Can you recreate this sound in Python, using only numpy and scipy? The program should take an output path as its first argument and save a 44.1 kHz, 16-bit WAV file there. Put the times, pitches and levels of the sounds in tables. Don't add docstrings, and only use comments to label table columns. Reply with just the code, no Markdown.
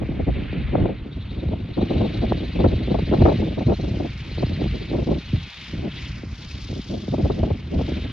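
import sys
import numpy as np
from scipy import signal
from scipy.fft import rfft, irfft
from scipy.io import wavfile
from scipy.ndimage import uniform_filter1d

SR = 44100
rng = np.random.default_rng(int(sys.argv[2]) if len(sys.argv) > 2 else 0)


def dump_mix(stems):
    frames = np.atleast_2d(stems).T
    limited = np.clip(frames, -1, 1)
    pcm = np.round(limited * 32767).astype(np.int16)
    wavfile.write(sys.argv[1], SR, pcm)


N = 358091
TIME, BINS = np.arange(N) / SR, np.fft.rfftfreq(N, 1 / SR)

# (time [s], speed [turns/s])
ROTOR_SPEED = [(0.0, 10.669), (0.6, 10.902), (1.2, 10.988), (1.8, 12.268), (2.4, 13.015), (3.0, 12.943),
               (3.6, 13.593), (4.2, 13.902), (4.8, 13.787), (5.4, 13.992), (6.0, 14.975), (6.6, 15.213),
               (7.2, 14.616), (7.7, 13.868), (8.12, 12.589)]
# (time [s], share of the full swing [0-1])
YAW = [(5.2, 0.26), (6.3, 0.6)]
# (level at no swing [dB], level at full swing [dB])
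BLADE_WEIGHTS = [(2.5, 4.5), (8.5, 5), (8, -1.5), (12, 6.5), (8, -5)]
# (frequency [Hz], relative level [dB])
HISS_SPECTRUM = [(300, -18), (1300, -5.5), (1700, -3.5), (2200, 2.5), (2800, 1.5), (3800, -0.5), (4500, -8),
                 (5500, -29), (7500, -45.5)]
FIZZ_SPECTRUM = [(1500, -23.5), (3000, -5), (4000, 2.5), (5000, 4.5), (6000, -4), (7000, -8), (8400, -33),
                 (10500, -25), (13500, -50.5)]
# (time [s], relative level [dB])
HISS_LEVEL = [(0, -48.5), (.27, -46), (.4, -42), (.79, -43.5), (1.11, -53), (1.33, -47.5), (1.65, -49.5),
              (1.93, -40.5), (2.73, -42.5), (3.35, -40.5), (3.65, -45), (4.75, -41), (5.09, -45),
              (5.45, -40.5), (5.66, -39.5), (5.85, -46), (5.97, -39.5), (6.17, -45.5), (6.28, -51.5),
              (6.42, -44.5), (6.7, -45.5), (6.95, -47), (7.37, -44.5), (7.68, -49), (7.94, -39),
              (8.12, -43)]
FIZZ_LEVEL = [(0.4, -75), (0.96, -83), (1.35, -74.5), (1.7, -76), (1.95, -65), (2.8, -67.5), (3.33, -59.5),
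              (3.56, -67), (3.76, -60.5), (5.27, -62.5), (5.65, -54.5), (5.88, -64), (6.02, -54.5),
              (6.27, -60.5), (6.4, -54), (6.8, -54), (7.35, -59.5), (7.65, -66), (7.85, -57), (8.1, -62.5)]
# (time [s], treble lift and bass cut [dB])
HISS_TILT = [(.85, -3.5), (1.15, 0), (4.6, -0.5), (5.6, 1.5), (5.85, -2), (6.0, 0.5), (6.25, -5), (6.4, 1),
             (6.95, 1.5), (7.6, -0.5)]
# (start [s], length [s], rasp [0-1], low tone [dB], middle tone [dB], high pair [dB])
WHISTLES = [(1.03, .42, .65, -54, -65, -82), (1.7, 1.7, .36, -50.3, -60.5, -74),
            (3.5, .4, .22, -51.8, -65, -68), (4.24, .66, .17, -50.5, -56.5, -77),
            (4.95, .35, .35, -56, -69, -68), (5.97, .11, .3, -56, -63, -63)]
# (start [s], length [s], top pitch [Hz], level [dB], loudest point [turns])
FLUTTERS = [(5.878, 0.18, 3600, -45.5, 0.65), (6.36, 0.66, 3650, -52, 0.3), (7.73, 0.45, 3445, -52, 0.37)]
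# (frequency [Hz], coherence [0-1])
PORT_COHERENCE = [(1000, .75), (1500, .92), (2900, .99), (4300, .85), (5100, .62), (6500, .66),
                  (10000, .99)]
# (frequency [Hz], lead of the left [rad])
PORT_PHASE = [(1000, -.2), (1700, -.5), (2200, -.1), (3100, 0), (3700, -.8), (4600, -1.1), (6500, -1.3),
              (7700, -3), (9800, -6.2)]
# (frequency [Hz], left minus right [dB])
PORT_BALANCE = [(1300, -1.3), (1750, -5), (2100, -.5), (3300, 3.2), (4500, .4), (5500, 6), (6400, 1.6),
                (10000, -2.5)]
# (time [s], relative level [dB])
WIND_LEVEL = [(0, -27), (.85, -31), (1.08, -34), (1.7, -32), (2.0, -27.5), (2.5, -27.5), (2.65, -23.5),
              (2.82, -29), (3.24, -21.5), (3.5, -29.5), (4.0, -26), (4.2, -28.5), (4.6, -29.5),
              (5.35, -30.5), (5.52, -45.5), (5.82, -36), (6.15, -36.5), (6.38, -39), (7.05, -32),
              (7.3, -26.5), (7.7, -27.5), (8.12, -31)]
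# (start [s], length [s], relative level [dB])
GUSTS = [(0, 0.015, -21.5), (0.182, 0.11, -21.5), (0.723, 0.18, -21), (1.355, 0.22, -28.5),
         (1.762, 0.076, -20), (1.894, 0.17, -20), (2.204, 0.12, -22.5), (2.578, 0.099, -18),
         (2.829, 0.23, -24), (3.111, 0.044, -14), (3.208, 0.098, -16.5), (3.388, 0.1, -23),
         (3.561, 0.057, -21.5), (3.66, 0.078, -18), (3.984, 0.072, -21.5), (4.602, 0.064, -24),
         (4.904, 0.28, -21.5), (5.725, 0.16, -28), (6.685, 0.083, -31.5), (6.89, 0.082, -27),
         (7.12, 0.22, -23.5), (7.711, 0.1, -27), (7.872, 0.071, -22)]
# (time [s], half length [s], dip in the eddies [dB])
LULLS = [(0.062, 0.03, -6.5), (0.256, 0.017, -16), (1.74, 0.01, -13), (2.52, 0.016, -18.5),
         (3.062, 0.016, -19.5), (3.765, 0.017, -10.5), (4.189, 0.13, -16), (5.055, 0.0098, -20),
         (5.248, 0.065, -15.5), (5.523, 0.034, -10), (6.837, 0.018, -16), (7.618, 0.073, -14.5)]
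# (frequency [Hz], relative level [dB])
RUMBLE_SPECTRUM = [(15, -28), (28, -25.5), (40, -7), (57, 0), (80, -1.5), (120, -4.5), (200, -15.5),
                   (500, -97.5)]
BUFFET_SPECTRUM = [(60, -42.5), (130, -1), (200, 2), (320, 0.5), (450, -7.5), (630, -10), (850, -22),
                   (1200, -37), (2000, -61), (3500, -70)]
# (time [s], relative level [dB])
PUFFS = [(0.287, -18), (0.748, -5.5), (0.775, -13), (0.853, -9), (0.887, -12.5), (1.529, -13), (1.809, -9),
         (2.598, -10), (2.639, -1), (2.943, -5), (2.985, -9.5), (3.134, -3), (3.214, -3.5), (3.252, 3),
         (3.314, -6.5), (3.604, -11), (3.678, -14), (3.717, -8), (3.999, -11), (4.424, -7.5), (4.945, -17),
         (5.086, -12.5), (7.135, -8.5), (7.298, -5.5), (7.428, -6), (7.502, -8.5), (7.788, -11)]
# (time [s], pitch at the peak [Hz], level [dB])
POPS = [(0.035, 650, -28.5), (0.095, 217, -17), (0.322, 111.4, -20.5), (0.532, 352, -22), (0.756, 527, -12),
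        (0.859, 660, -21), (1.471, 89, -14.5), (2.3233, 607, -11), (2.646, 97.4, -11), (4.385, 390, -21),
        (4.44, 187.5, -12), (5.34, 153, -13.5), (5.88, 315, -24), (6.238, 293, -25), (6.798, 207, -21),
        (7.085, 297, -18.5), (7.24, 98, -11.5), (7.518, 119, -12.5), (7.816, 384, -18.5)]


def turbine():
    turns = np.cumsum(curves(ROTOR_SPEED)[0]) / SR
    direct = rfft(blade_hiss(turns) + scrub() + blade_whistle(turns) + blade_flutter(turns))
    scattered = rfft(blade_hiss(turns) + scrub())
    coherence = np.clip(over_bins(PORT_COHERENCE), -1, 1)
    mid = np.sqrt((1 + coherence) / 2) * direct
    side = np.sqrt((1 - coherence) / 2) * scattered
    shift = amp(over_bins(PORT_BALANCE) / 2) * np.exp(.5j * over_bins(PORT_PHASE))
    return irfft(np.array([(mid + side) * shift, (mid - side) / shift]), N)


def blade_hiss(turns, hiss_trim_db=-1, fizz_trim_db=6, flicker_db=1.56, patchy_db=2.0, pivot_hz=2800):
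    tilt_db, = curves(HISS_TILT)
    air = rfft(unit(noise(HISS_SPECTRUM)))
    throb, hiss = swish(turns, depth=.28), np.zeros(N)
    for hz in np.arange(1000, 5001, 500):
        band = irfft(air * np.maximum(1 - abs(np.clip(BINS, 1000, 5000) - hz) / 500, 0), N)
        tilt = np.tanh(2 * np.pi * np.log(hz / pivot_hz))
        beam = throb ** (hz / pivot_hz)
        hiss += band * amp(patchy_db * drift(40) + tilt * tilt_db) * beam
    fizz = unit(noise(FIZZ_SPECTRUM)) * amp(flicker_db * drift(27)) * swish(turns, depth=.62)
    chop_db = .4 * drift(25) * (.5 + curves(YAW)[0])
    hiss *= amp(curves(HISS_LEVEL)[0] + hiss_trim_db + chop_db)
    fizz *= amp(curves(FIZZ_LEVEL)[0] + fizz_trim_db)
    return hiss + fizz


def swish(turns, depth, sharpness=5):
    swung = np.clip(curves(YAW)[0], 0, 1)
    power = np.zeros(N)
    for blade, (before_db, after_db) in enumerate(BLADE_WEIGHTS):
        facing = np.cos(2 * np.pi * (turns - (blade + .5) / len(BLADE_WEIGHTS)))
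        weight = amp(before_db + swung * (after_db - before_db))
        power += weight ** 2 * np.exp(2 * sharpness * (facing - 1))
    return unit(power ** (depth / 2))


def blade_whistle(turns, usual_hz=4070, usual_speed=13, waver_hz=35, rasp_hz=450, uneven_db=1.9):
    pitch_hz = usual_hz + 140 * (curves(ROTOR_SPEED)[0] - usual_speed)
    spells = [(spell(start, length, rise_s=.09, fall_s=.04), rasp, amp(levels))
              for start, length, rasp, *levels in WHISTLES]
    song = np.zeros(N)
    for ratio, column in [(1, 0), (1.16, 1), (1.35, 2), (1.53, 2)]:
        stray = 1 + .009 * ratio ** 2 * drift(20)
        tone = doppler(turns, ratio * pitch_hz * stray + waver_hz * drift(200))
        clean, raspy = unit(tone.real), roughened(tone, rasp_hz)
        uneven = amp(uneven_db * drift(23))
        for envelope, rasp, gains in spells:
            song += uneven * envelope * gains[column] * (np.sqrt(1 - rasp) * clean + np.sqrt(rasp) * raspy)
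    return song * beamed(turns, loudest=.27, sharpness=1.2)


def blade_flutter(turns, width_hz=850, stray_turns=.075):
    strayed = turns + stray_turns * drift(20)
    flutter = np.zeros(N)
    for start, length, hz, db, loudest in FLUTTERS:
        envelope = amp(db) * spell(start, length, rise_s=.046, fall_s=.046)
        breath = roughened(doppler(turns, hz), width_hz)
        flutter += envelope * beamed(strayed, loudest, sharpness=1.8) * breath
    return flutter


def doppler(turns, hz, mach=.068, fastest_approach=.37):
    approach = np.cos(2 * np.pi * (turns - fastest_approach))
    heard_hz = hz * (1 - mach) / (1 - mach * approach)
    return np.exp(2j * np.pi * np.cumsum(heard_hz) / SR)


def beamed(turns, loudest, sharpness):
    return unit(np.exp(sharpness * np.cos(2 * np.pi * (turns - loudest))))


def turbulence(usual_wind_db=-33, usual_eddy_db=-36.5, growth=1.57):
    bed = amp(usual_eddy_db + growth * (curves(WIND_LEVEL)[0] - usual_wind_db))
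    gust_power = sum((amp(db) * spell(start, length, rise_s=.015, fall_s=.012)) ** 2
                     for start, length, db in GUSTS)
    return amp(lull_db()) * np.sqrt(bed ** 2 + gust_power)


def lull_db():
    return sum(db * np.exp(-((TIME - s) / half) ** 2) for s, half, db in LULLS)


def rumble(eddies, trim_db=1.0, wander_db=4.0, gust_share=.24, lull_share=.35):
    mid, side = (steadied(noise(RUMBLE_SPECTRUM), size=1500) for _ in range(2))
    side_db, = curves([(.9, -10.5), (1.8, -69)])
    eddy_db = 20 * np.log10(eddies)
    swell_db = eddy_db - uniform_filter1d(eddy_db, size=16000)
    level_db = curves(WIND_LEVEL)[0] + trim_db + wander_db * drift(22)
    level_db += gust_share * swell_db + lull_share * lull_db()
    return amp(level_db) * (mid + np.array([[1], [-1]]) * amp(side_db) * side)


def buffeting(eddies, trim_db=-1.77, puff_trim_db=-8, brighten=.34, usual_db=-25, ceiling_db=-8):
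    gust = eddies * amp(trim_db) * flapping()
    puffs = np.zeros(N)
    for s, db in PUFFS:
        puffs += amp(db + puff_trim_db) * spell(s, length=.01, rise_s=.0028, fall_s=.0055)
        gust *= 1 - .5 * np.exp(-((TIME - s) / .0027 + .5) ** 2)
    shared = white()
    coherence = over_bins([(170, 1.0), (280, .89), (450, .15), (900, .56)])
    balance_db = over_bins([(170, -1), (260, -3.5), (370, -4), (530, 3.5), (700, 3.5), (1400, -2.5)])
    octave = np.clip(np.log2((BINS + 1) / 150), 0, 4)
    ports = np.zeros((2, N))
    for port, side in zip(ports, (1, -1)):
        air = np.sqrt(coherence) * shared + np.sqrt(1 - coherence) * white()
        air *= amp(over_bins(BUFFET_SPECTRUM) + side * balance_db / 2)
        bands = np.array([irfft(air * np.maximum(1 - abs(octave - k), 0), N) for k in range(5)])
        for k, band in enumerate(bands / bands.sum(0).std()):
            force = np.hypot(gust * amp(drift(40)), puffs * min(k, 2) / 2)
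            tilt = (force / amp(usual_db)) ** (brighten * (k - 1))
            port += band.std() * steadied(band, size=750 // (k + 1)) * force * tilt
    pressed = amp(ceiling_db) * np.tanh(ports / amp(ceiling_db))
    return signal.sosfilt(signal.butter(8, 2200, fs=SR, output="sos"), pressed)


def flapping(rate_hz=21, floor=.1):
    swing = steadied(drift(rate_hz), size=4000)
    return unit(np.sqrt(floor + (1 - floor) * swing ** 2))


def popping(eddies, small_hz=245, count=400):
    ports = np.zeros((2, N))
    for (s, hz, db), phase in zip(POPS, rng.random(len(POPS))):
        add_pop(ports, s, hz, amp(db), phase)
    for when, pitch, strength, phase in rng.random((count, 4)):
        hz, at = small_hz * 2 ** (pitch - .5), int(when * N)
        add_pop(ports, TIME[at], hz, eddies[at] * 2 * strength ** 2, phase)
    return signal.sosfilt(signal.butter(2, 50, "high", fs=SR, output="sos"), ports)


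def add_pop(ports, peak_s, hz, gain, phase, cycles=2, octaves=1.09, apart_hz=520):
    age = np.arange(1, 10 * cycles / hz * SR) / SR
    pitch_hz = cycles / age
    envelope = gain * np.exp(-(np.log2(pitch_hz / hz) / octaves) ** 2)
    apart = np.array([[.5], [-.5]]) * np.tanh(pitch_hz / apart_hz) ** 2
    pop = envelope * np.cos(2 * np.pi * (cycles * np.log(age) + phase) + apart)
    start = max(round((peak_s - cycles / hz) * SR), 0)
    part = ports[:, start:start + len(age)]
    part += pop[:, :part.shape[1]]


def scrub(level_db=-56):
    spectrum = [(200, -6), (600, 12), (1500, 12), (4000, -29.5), (7000, -15.5), (12000, -58.5)]
    return amp(level_db) * unit(noise(spectrum))


def amp(db):
    return 10 ** (np.asarray(db) / 20)


def unit(x):
    return x / np.sqrt(np.mean(abs(x) ** 2) + 1e-20)


def curves(table):
    s, *columns = np.transpose(table)
    return [np.interp(TIME, s, column) for column in columns]


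def over_bins(table):
    hz, value = np.transpose(table)
    return np.interp(np.log(BINS + 1), np.log(hz + 1), value)


def white():
    return rng.standard_normal(len(BINS)) + 1j * rng.standard_normal(len(BINS))


def noise(spectrum):
    return irfft(white() * amp(over_bins(spectrum)), N)


def drift(rate_hz):
    return unit(irfft(white() * np.exp(-(BINS / rate_hz) ** 2), N))


def roughened(tone, width_hz):
    return unit((tone * (drift(width_hz) + 1j * drift(width_hz))).real)


def steadied(x, size):
    return x / np.sqrt(uniform_filter1d(uniform_filter1d(x ** 2, size), size) + 1e-12)


def spell(start, length, rise_s, fall_s):
    age = TIME - start
    return np.clip(age / rise_s, 0, 1) * np.exp(-np.maximum(age - length, 0) / fall_s)


def scene():
    eddies = turbulence()
    return turbine() + rumble(eddies) + buffeting(eddies) + popping(eddies)


def record(dry):
    lowpass = signal.firwin(511, 13400, window=("kaiser", 9), fs=SR)
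    return signal.oaconvolve(dry, lowpass[None], "same")


dry = scene()
out = record(dry)
dump_mix(out)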